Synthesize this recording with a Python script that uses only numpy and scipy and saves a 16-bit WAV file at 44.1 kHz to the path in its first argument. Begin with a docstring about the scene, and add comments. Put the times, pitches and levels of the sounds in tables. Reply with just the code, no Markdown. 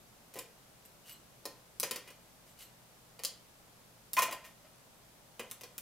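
"""Faint hiss and a low hum come first, then a charged metal pan is handled and brought to a glass tube.
The pan taps, judders and rattles: noisy clicks set decaying tones of its base, its rim and the glass ringing.
Fingers brush it with shaped noise and a thin whistle. Sparks snap across the gap as pairs of sharp pulses.
Near reflections and the short tail of a small room answer each sound of the handling."""
import sys
import numpy as np
from scipy import signal
from scipy.fft import rfft, irfft
from scipy.io import wavfile
from scipy.ndimage import uniform_filter1d

SR = 44100
rng = np.random.default_rng(int(sys.argv[2]) if len(sys.argv) > 2 else 0)


def pcm_store(signal):
    """Save signal as 16-bit PCM."""
    levels = np.round(np.clip(np.atleast_2d(signal), -1, 1) * 32767)
    wavfile.write(sys.argv[1], SR, levels.astype(np.int16).T)


N = 256573  # length in samples

# Light strokes of the hand. 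Each row: middle in seconds, half length in seconds, then the relative
# levels of hiss, rasp and squeak in dB.
STROKES = [(0.855, 0.0028, -52.5, -72, -52.5), (1.093, 0.023, -52, -56, -55), (2.483, .018, -63, -76, -66),
           (2.612, 0.019, -52.5, -59, -56)]
# Spectrum of the tiny ticks where surfaces touch. Each row: frequency in Hz, level in dB.
TICK_SPECTRUM = [(100, -26), (1000, -14), (1600, -14), (3000, -5), (5000, -2), (6400, 0), (7600, -2),
                 (10500, -1), (14000, -3), (16000, -5)]
# Spectrum of a dull metallic clank. Each row: frequency in Hz, level in dB.
CLANK_SPECTRUM = [(100, -10), (600, -19), (1000, 1), (1500, -0.5), (2300, 2), (3200, 1.5), (5000, -31.5),
                  (12000, -46)]


def amp(db):
    """Turns decibels into a gain."""
    return 10 ** (np.asarray(db) / 20)


def evened(x):
    """Scales a sound to rms 1."""
    return x / np.sqrt(np.mean(x ** 2) + 1e-20)


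def burst(x):
    """Scales a short sound to the energy of 10 ms at rms 1."""
    return x * np.sqrt(SR / 100 / (np.sum(x ** 2) + 1e-20))


def read(points, hz):
    """Reads a table between its rows, with frequency on a log scale."""
    f, value = np.transpose(points)
    return np.interp(np.log(hz + 1), np.log(f + 1), value)


def add(mix, s, sound):
    """Mixes a sound in at time s, in seconds."""
    part = mix[max(round(s * SR), 0):][:len(sound)]
    part += sound[:len(part)]


def coloured(x, colour):
    """Filters a sound so that each frequency gets the gain in the table."""
    gain = amp(read(colour, np.fft.rfftfreq(len(x), 1 / SR)))
    return irfft(rfft(x) * gain, len(x))


def noise(colour):
    """Steady noise of a given spectrum, at rms 1."""
    return evened(coloured(rng.standard_normal(N), colour))


def resonant_noise(peaks):
    """Noise through a few resonances, as when rubbing feeds them all the time."""
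    f = np.fft.rfftfreq(N, 1 / SR)
    shape = 0
    for hz, width, db in peaks:
        shape = shape + amp(db) / np.sqrt(width) / (1 + (2 * (f - hz) / width) ** 2)
    return evened(irfft(rfft(rng.standard_normal(N)) * shape, N))


def click(colour, size=2048):
    """The pulse of a given spectrum that starts at once and packs its energy earliest (minimum phase)."""
    log_gain = np.log(amp(read(colour, abs(np.fft.fftfreq(size, 1 / SR)))))
    return np.fft.ifft(np.exp(np.conj(signal.hilbert(log_gain)))).real


def ring(modes, t, spread_db):
    """Struck modes die away as sine tones; each point of contact weights them differently."""
    hz, db, t60 = np.transpose(modes)[:, :, None]
    strength = amp(db + spread_db * rng.standard_normal(hz.shape))
    weight = strength * rng.choice([-1, 1], hz.shape) / np.sqrt(t60)
    fade = np.exp(-np.log(1000) * t / t60)  # falls by 60 dB in t60 seconds
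    return burst((weight * fade * np.sin(2 * np.pi * hz * t)).sum(0))


def chatter(colour, t, fade_s, blow, grain_db):
    """One blow together with a dying swarm of tiny contacts, each a click of the given spectrum."""
    grain = amp(grain_db * rng.standard_normal(len(t)))  # uneven contact strengths
    swarm = rng.standard_normal(len(t)) * grain * np.exp(-t / max(fade_s, 1 / SR))
    force = swarm / np.linalg.norm(swarm)
    force[0] += blow
    return burst(signal.fftconvolve(force, click(colour))[:len(t)])


def widen(mid, side, side_db):
    """Makes left and right from a shared middle sound and a side sound that is flipped on the right."""
    side = coloured(side, side_db)
    return np.array([mid + side, mid - side])


def swell(middle_s, half_s):
    """A smooth bell-shaped rise and fall around one moment."""
    return np.exp(-((np.arange(N) / SR - middle_s) / half_s) ** 2 / 2)


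def background():
    """Steady hiss, and a faint hum of sine tones whose phases drift at random."""
    # Each row: frequency in Hz, rms level in dB.
    hum_tones = [(119.5, -75), (168.5, -76.5), (219, -80)]
    # Spectrum of the hiss. Each row: frequency in Hz, level in dB.
    hiss_spectrum = [(20, -10), (35, -4), (53, -0.5), (86, -7.5), (125, -1), (190, -3.5), (377, -8),
                     (600, -5), (1860, -15), (14300, -19.5), (16000, -27)]
    # Side sound of the hiss against its middle sound. Each row: frequency in Hz, level in dB.
    hiss_side = [(30, 3), (70, -29), (180, -3.5), (550, -5), (1650, -1), (5000, -.5)]
    t = np.arange(N) / SR
    hum = 0
    for hz, db in hum_tones:
        drift = np.cumsum(rng.standard_normal(N)) / np.sqrt(SR)
        hum = hum + amp(db) * np.sqrt(2) * np.sin(2 * np.pi * hz * t + 3 * drift)
    hiss = widen(noise(hiss_spectrum), noise(hiss_spectrum), hiss_side)
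    return amp(-62.5) * hiss + hum


def room(x, size=256):
    """Direct sound, bright near reflections, and a short diffuse tail that dies at its own pace per pitch."""
    # Decay of the room. Each row: frequency in Hz, time to fall by 60 dB in seconds.
    room_decay = [(200, 0.42), (1000, 0.34), (3000, 0.35), (8000, 0.24), (15000, 0.15)]
    # Strength of the tail. Each row: frequency in Hz, relative level in dB.
    tail_level = [(200, -0.5), (1000, -3), (2500, -1), (6000, -3), (13000, -2.5)]
    # Side sound of the tail against its middle sound. Each row: frequency in Hz, level in dB.
    tail_side = [(200, -20), (1000, -24.5), (2500, -16), (5000, -5.5), (10000, -2)]
    # Near reflections. Each row: delay in seconds, level in dB before the bass is removed.
    reflections = [(.0048, -5), (.0056, -8), (.0066, -16), (.0102, -19), (.0152, -17)]

    hz, t, z = signal.stft(rng.standard_normal((2, SR * 3 // 4)), SR, nperseg=size)
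    decay = np.log(1000) / read(room_decay, hz)[:, None]
    z = z * np.exp(-decay * t) * np.sqrt(2 * decay / SR)  # slow and fast decays get the same energy
    z = z * amp(read(tail_level, hz))[:, None]
    tails = signal.istft(z, SR, nperseg=size)[1]
    tails *= np.clip(np.arange(tails.shape[1]) / SR / 0.00043, 0, 1)  # the tail fades in over 0.43 ms
    response = widen(*tails, tail_side)

    near = np.zeros_like(response)
    for k, (delay, db) in enumerate(reflections):
        at = round(delay * SR)
        near[0, at] += amp(db)
        near[1, at + (k + 1) % 2] += amp(db)  # every other one arrives from the side, one sample later
    # small surfaces mirror mainly treble
    response += signal.lfilter(*signal.butter(1, 2500, "high", fs=SR), near)
    response[:, 0] += 1  # direct sound
    return signal.fftconvolve(x[None], response, axes=1)[:, :N]


def whistles():
    """A thin sine tone swells and fades behind each stroke of the hand."""
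    whistle_hz, against_hiss_db = 4110, -16
    lag, length = 2.5, 0.45  # in half lengths of the stroke
    level = 0
    for s, half, hiss_db, *_ in STROKES:
        level = level + amp(hiss_db + against_hiss_db) * swell(s + lag * half, length * half)
    return level * np.sin(2 * np.pi * whistle_hz * np.arange(N) / SR)


def brushes():
    """Skin slides over the pan: grainy hiss, a focused rasp and thin squeaks of resonant noise."""
    # Spectrum of the brushing hiss. Each row: frequency in Hz, level in dB.
    skin_spectrum = [(100, -18), (900, -12), (1600, 4.5), (3000, 3), (5000, 2), (9000, 3.5), (13000, 3),
                     (16000, -5)]
    # Resonances of the rasp. Each row: frequency in Hz, width in Hz, relative level in dB.
    rasp_peaks = [(2720, 130, -27), (2920, 250, 15), (4400, 440, 8)]
    # Resonances of the squeak. Each row: frequency in Hz, width in Hz, relative level in dB.
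    squeak_peaks = [(2900, 95, -16), (4000, 40, -8.5), (8020, 270, 0.5), (13000, 200, 0.5)]
    squeak_lag, squeak_length = 1.5, 0.55  # it comes as the finger lifts, in half lengths of the stroke

    roughness = evened(uniform_filter1d(rng.standard_normal(N), size=60))
    grain = evened(amp(4.0 * roughness))
    hiss = grain * noise(skin_spectrum)
    rasp = grain * resonant_noise(rasp_peaks)
    squeak = resonant_noise(squeak_peaks)
    out = np.zeros(N)
    for s, half, hiss_db, rasp_db, squeak_db in STROKES:
        out += swell(s, half) * (amp(hiss_db) * hiss + amp(rasp_db) * rasp)
        lift = swell(s + squeak_lag * half, squeak_length * half)
        out += lift * amp(squeak_db) * squeak
    return out


def rim_ring(t):
    """The thin rim rings in its own modes and clanks with many tiny contacts."""
    # Modes of the rim. Each row: frequency in Hz, relative level in dB, time to fall by 60 dB in seconds.
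    rim_modes = [(1005, 7.5, 0.1), (1129, -4, 0.1), (1505, -19, 0.066), (1633, -8, 0.055), (1850, 3, 0.074),
                 (1982, 5, 0.089), (2062, 5, 0.1), (2250, -9, .15), (2442, 7, 0.079), (2540, -6, 0.17),
                 (2640, -18, .14), (2890, 0, .11), (3176, -1.5, 0.07), (3300, 0, 0.16), (4880, -1, .09),
                 (6440, -5.5, 0.054)]
    tones = ring(rim_modes, t, spread_db=3.5)
    clank = chatter(CLANK_SPECTRUM, t, fade_s=0.018, blow=0.49, grain_db=-1)
    return amp(-5.5) * tones + amp(-5.5) * clank


def contact(s, force_db, hard_db, rim_db, glass_db, chatter_s, rise_s):
    """A touch ticks, thumps the base and rings rim and glass; a harder one trades thud for tick."""
    # Modes of the base and of the glass. Each row: frequency in Hz (before the pitch factor for the base),
    # relative level in dB, time to fall by 60 dB in seconds.
    base_modes = [(441.5, -14, 0.077), (485, 6.5, 0.14), (566, -19.5, 0.075), (702, 1.5, 0.088),
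                  (744, -13.5, 0.17), (998, -0.5, 0.19)]
    glass_modes = [(3550, -5, 0.082), (4130, -21, .15), (4370, 15, 0.026), (4790, -10, 0.081),
                   (5600, -4, 0.074), (6480, -1, 0.044)]
    # Spectra of thud and clink. Each row: frequency in Hz (before the pitch factor for the thud), level in dB.
    thud_spectrum = [(40, -26), (110, -12.5), (190, -9.5), (300, -10), (470, 3.5), (700, -9.5), (1000, -12),
                     (1600, -26.5), (5000, -62)]
    clink_spectrum = [(300, -16), (2500, -13), (3500, -4), (4300, 11), (4900, 8.5), (6500, -2), (9000, -41),
                      (16000, -42)]
    # The pan is held against the tube between these two times in seconds.
    held_span = (4.1, 4.8)

    t = np.arange(SR // 2) / SR
    pitch = 1.31 if held_span[0] < s < held_span[1] else 1.03  # the base rings higher while held there
    base = np.multiply(base_modes, [pitch, 1, 1])
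    dull = np.multiply(thud_spectrum, [pitch, 1])
    thud = amp(-6.5) * ring(base, t, spread_db=4.0)
    thud = thud + amp(-2.0) * chatter(dull, t, fade_s=0.013, blow=0.19, grain_db=-0.5)
    tick = chatter(TICK_SPECTRUM, t, fade_s=chatter_s, blow=0.11, grain_db=8.5)
    glass = amp(-8) * ring(glass_modes, t, spread_db=2)
    glass = glass + amp(-1.5) * chatter(clink_spectrum, t, fade_s=0.005, blow=0.4, grain_db=3)
    onset = 1 - np.exp(-(t + 1 / SR) / max(rise_s, 1 / SR))  # a glancing contact builds up gradually
    pan = amp(-hard_db) * thud + amp(rim_db) * rim_ring(t) + amp(hard_db) * tick
    return amp(force_db) * onset * (pan + amp(glass_db) * glass)


def slides():
    """The pan slides a little way: glancing contacts whose build-up is as slow as their ticks' decay."""
    # Each row: start in seconds, force in dB, hardness in dB, time of build-up and decay in seconds.
    glances = [(2.073, -52.5, 3, 0.007), (4.278, -50, -10.5, 0.007), (4.4376, -47.5, 1.5, 0.022),
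               (4.642, -64, -12.5, 0.011), (5.499, -70, 17, 0.0033)]
    out = np.zeros(N)
    for s, force_db, hard_db, length_s in glances:
        touch = contact(s, force_db, hard_db, rim_db=8, glass_db=-2, chatter_s=length_s, rise_s=length_s)
        add(out, s, touch)
    return out


def judder():
    """The rim catches on the glass, then stick and slip swing one mode at a wandering pitch and shake others."""
    # Each row: start in seconds, relative peak level in dB, swell time in seconds.
    catches = [(4.167, -23.5, 0.015), (4.244, -37.5, .009), (4.321, -38, 0.0076)]
    # Modes shaken by the slips. Each row: frequency in Hz, width in Hz, relative level in dB.
    shaken_modes = [(860, 43, -5), (1010, 120, -9), (1350, 210, 1), (2490, 110, 2.5)]
    mode_hz, wander_hz = 1024.5, 23.3  # the pan's strongest mode, and the rms wander of its pitch
    hold, fade_db_per_s = 0.6, 700  # the swing holds for this share of its swell time, then dies
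    bite_db, sizzle_db = -5.5, -14.5  # clank of the catching rim; tiny ticks of the slipping rim

    t, level, bites = np.arange(SR // 4) / SR, np.zeros(N), np.zeros(N)
    for s, db, swell_s in catches:
        fading_s = np.maximum(t - (1 + hold) * swell_s, 0)
        add(level, s, amp(db - fade_db_per_s * fading_s) * np.minimum(t / swell_s, 1))
        add(bites, s, amp(db + bite_db) * rim_ring(t))
    wander = evened(uniform_filter1d(rng.standard_normal(N), size=200))
    phase = 2 * np.pi * np.cumsum(mode_hz + wander_hz * wander) / SR
    swing = np.sqrt(2) * np.sin(phase) + amp(-10) * resonant_noise(shaken_modes)
    return level * (swing + amp(sizzle_db) * noise(TICK_SPECTRUM)) + bites


def taps():
    """Single contacts of the pan: the firmer and harder, the faster they build up; hard ones tick briefly."""
    # Each row: start in seconds, force in dB, hardness in dB, then ring of the rim and clink of the glass
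    # in dB against the force.
    touches = [(0.3388, -56, 4.5, -2, -7), (.356, -51, -4.5, -1, -20), (.3635, -52, -4, 0, -16),
               (.373, -51, -4.5, 0.5, -16), (.3888, -48, 8, 0, -18), (1.4542, -42, -1, -8.5, -7.5),
               (1.8303, -36.5, 3, 0, -4.5), (1.9102, -40, 3.5, 1, -3), (1.959, -46, 3, 2, -2),
               (2.103, -57.5, 1.5, -3, -16), (3.1917, -54, -1, 1.5, -2), (3.2356, -45.5, 7, 0, -9),
               (3.249, -51.5, 18, -13, 14.5), (4.1674, -42.5, 2.5, 10, -2), (4.1905, -36.5, 1.5, 4.5, -7),
               (4.2209, -35.5, 2.5, 4.5, -24), (4.23, -36.5, 3, -22, -25), (4.31, -46, -1, 1, -26),
               (4.3252, -46, 1.5, 3, -6), (5.3947, -43, -1, 3, -11), (5.4015, -56, -5, 5, -18),
               (5.6102, -54.5, 3.5, -1, -19), (5.6342, -52, -0.5, -0.5, -4)]
    firm_db, firm_rise_s, rise_doubling_db = -55.5, 0.00037, 18  # rise time doubles when this much lighter
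    base_chatter_s, chatter_halving_db = 0.0041, 23.5  # tiny contacts die twice as fast when this much harder
    out = np.zeros(N)
    for s, force_db, hard_db, rim_db, glass_db in touches:
        rise_s = firm_rise_s * 2 ** ((firm_db - force_db - hard_db) / rise_doubling_db)
        chatter_s = base_chatter_s * 2 ** (-hard_db / chatter_halving_db)
        add(out, s, contact(s, force_db, hard_db, rim_db, glass_db, chatter_s, rise_s))
    return out


def sparks():
    """A spark channel bursts: a front and a rear shock, a short fizz, and a duller crack under them."""
    # Each row: start in seconds, level in dB, level of the dull crack in dB,
    # time between front and rear shock in seconds.
    snaps = [(1.7996, -35.5, -51, 0.0002), (4.1333, -37.5, -55, 0.00042), (5.5129, -45, -54.5, .0003),
             (5.781, -43, -54, 0.00033)]
    # Spectrum of shock and fizz. Each row: frequency in Hz, level in dB.
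    spark_spectrum = [(100, -8), (600, -13.5), (2000, -33.5), (3500, -7), (5500, -7), (9000, -2.5),
                      (12500, -2.5), (16000, -6)]
    out, t = np.zeros(N), np.arange(SR // 20) / SR
    shock = burst(click(spark_spectrum))
    for s, db, crack_db, gap_s in snaps:
        add(out, s, amp(db) * shock)
        add(out, s + gap_s, amp(db - 9.5) * shock)
        fizz = chatter(spark_spectrum, t, fade_s=0.0017, blow=0, grain_db=7)
        add(out, s, amp(db - 3.5) * fizz)
        crack = chatter(CLANK_SPECTRUM, t, fade_s=0.0062, blow=0.3, grain_db=-8.0)
        add(out, s, amp(crack_db) * crack)
    return out


def scene():
    """All the handling sounds in the room, over the background, a touch to the left."""
    handling = whistles() + amp(-4) * brushes() + slides() + amp(-1.5) * judder()
    handling = handling + amp(0.5) * taps() + sparks()
    no_bass = signal.butter(3, 140, "high", fs=SR, output="sos")  # so small a pan radiates hardly any bass
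    handling = signal.sosfilt(no_bass, handling)
    return (room(handling) + background()) * amp([[0.25], [-0.25]])


def record(dry):
    """A steep filter ends the treble at about 15.9 kHz."""
    low_pass = signal.firwin(255, 15900, window=("kaiser", 8), fs=SR)
    return signal.oaconvolve(dry, low_pass[None], "same", axes=1)


dry = scene()
out = record(dry)
pcm_store(out)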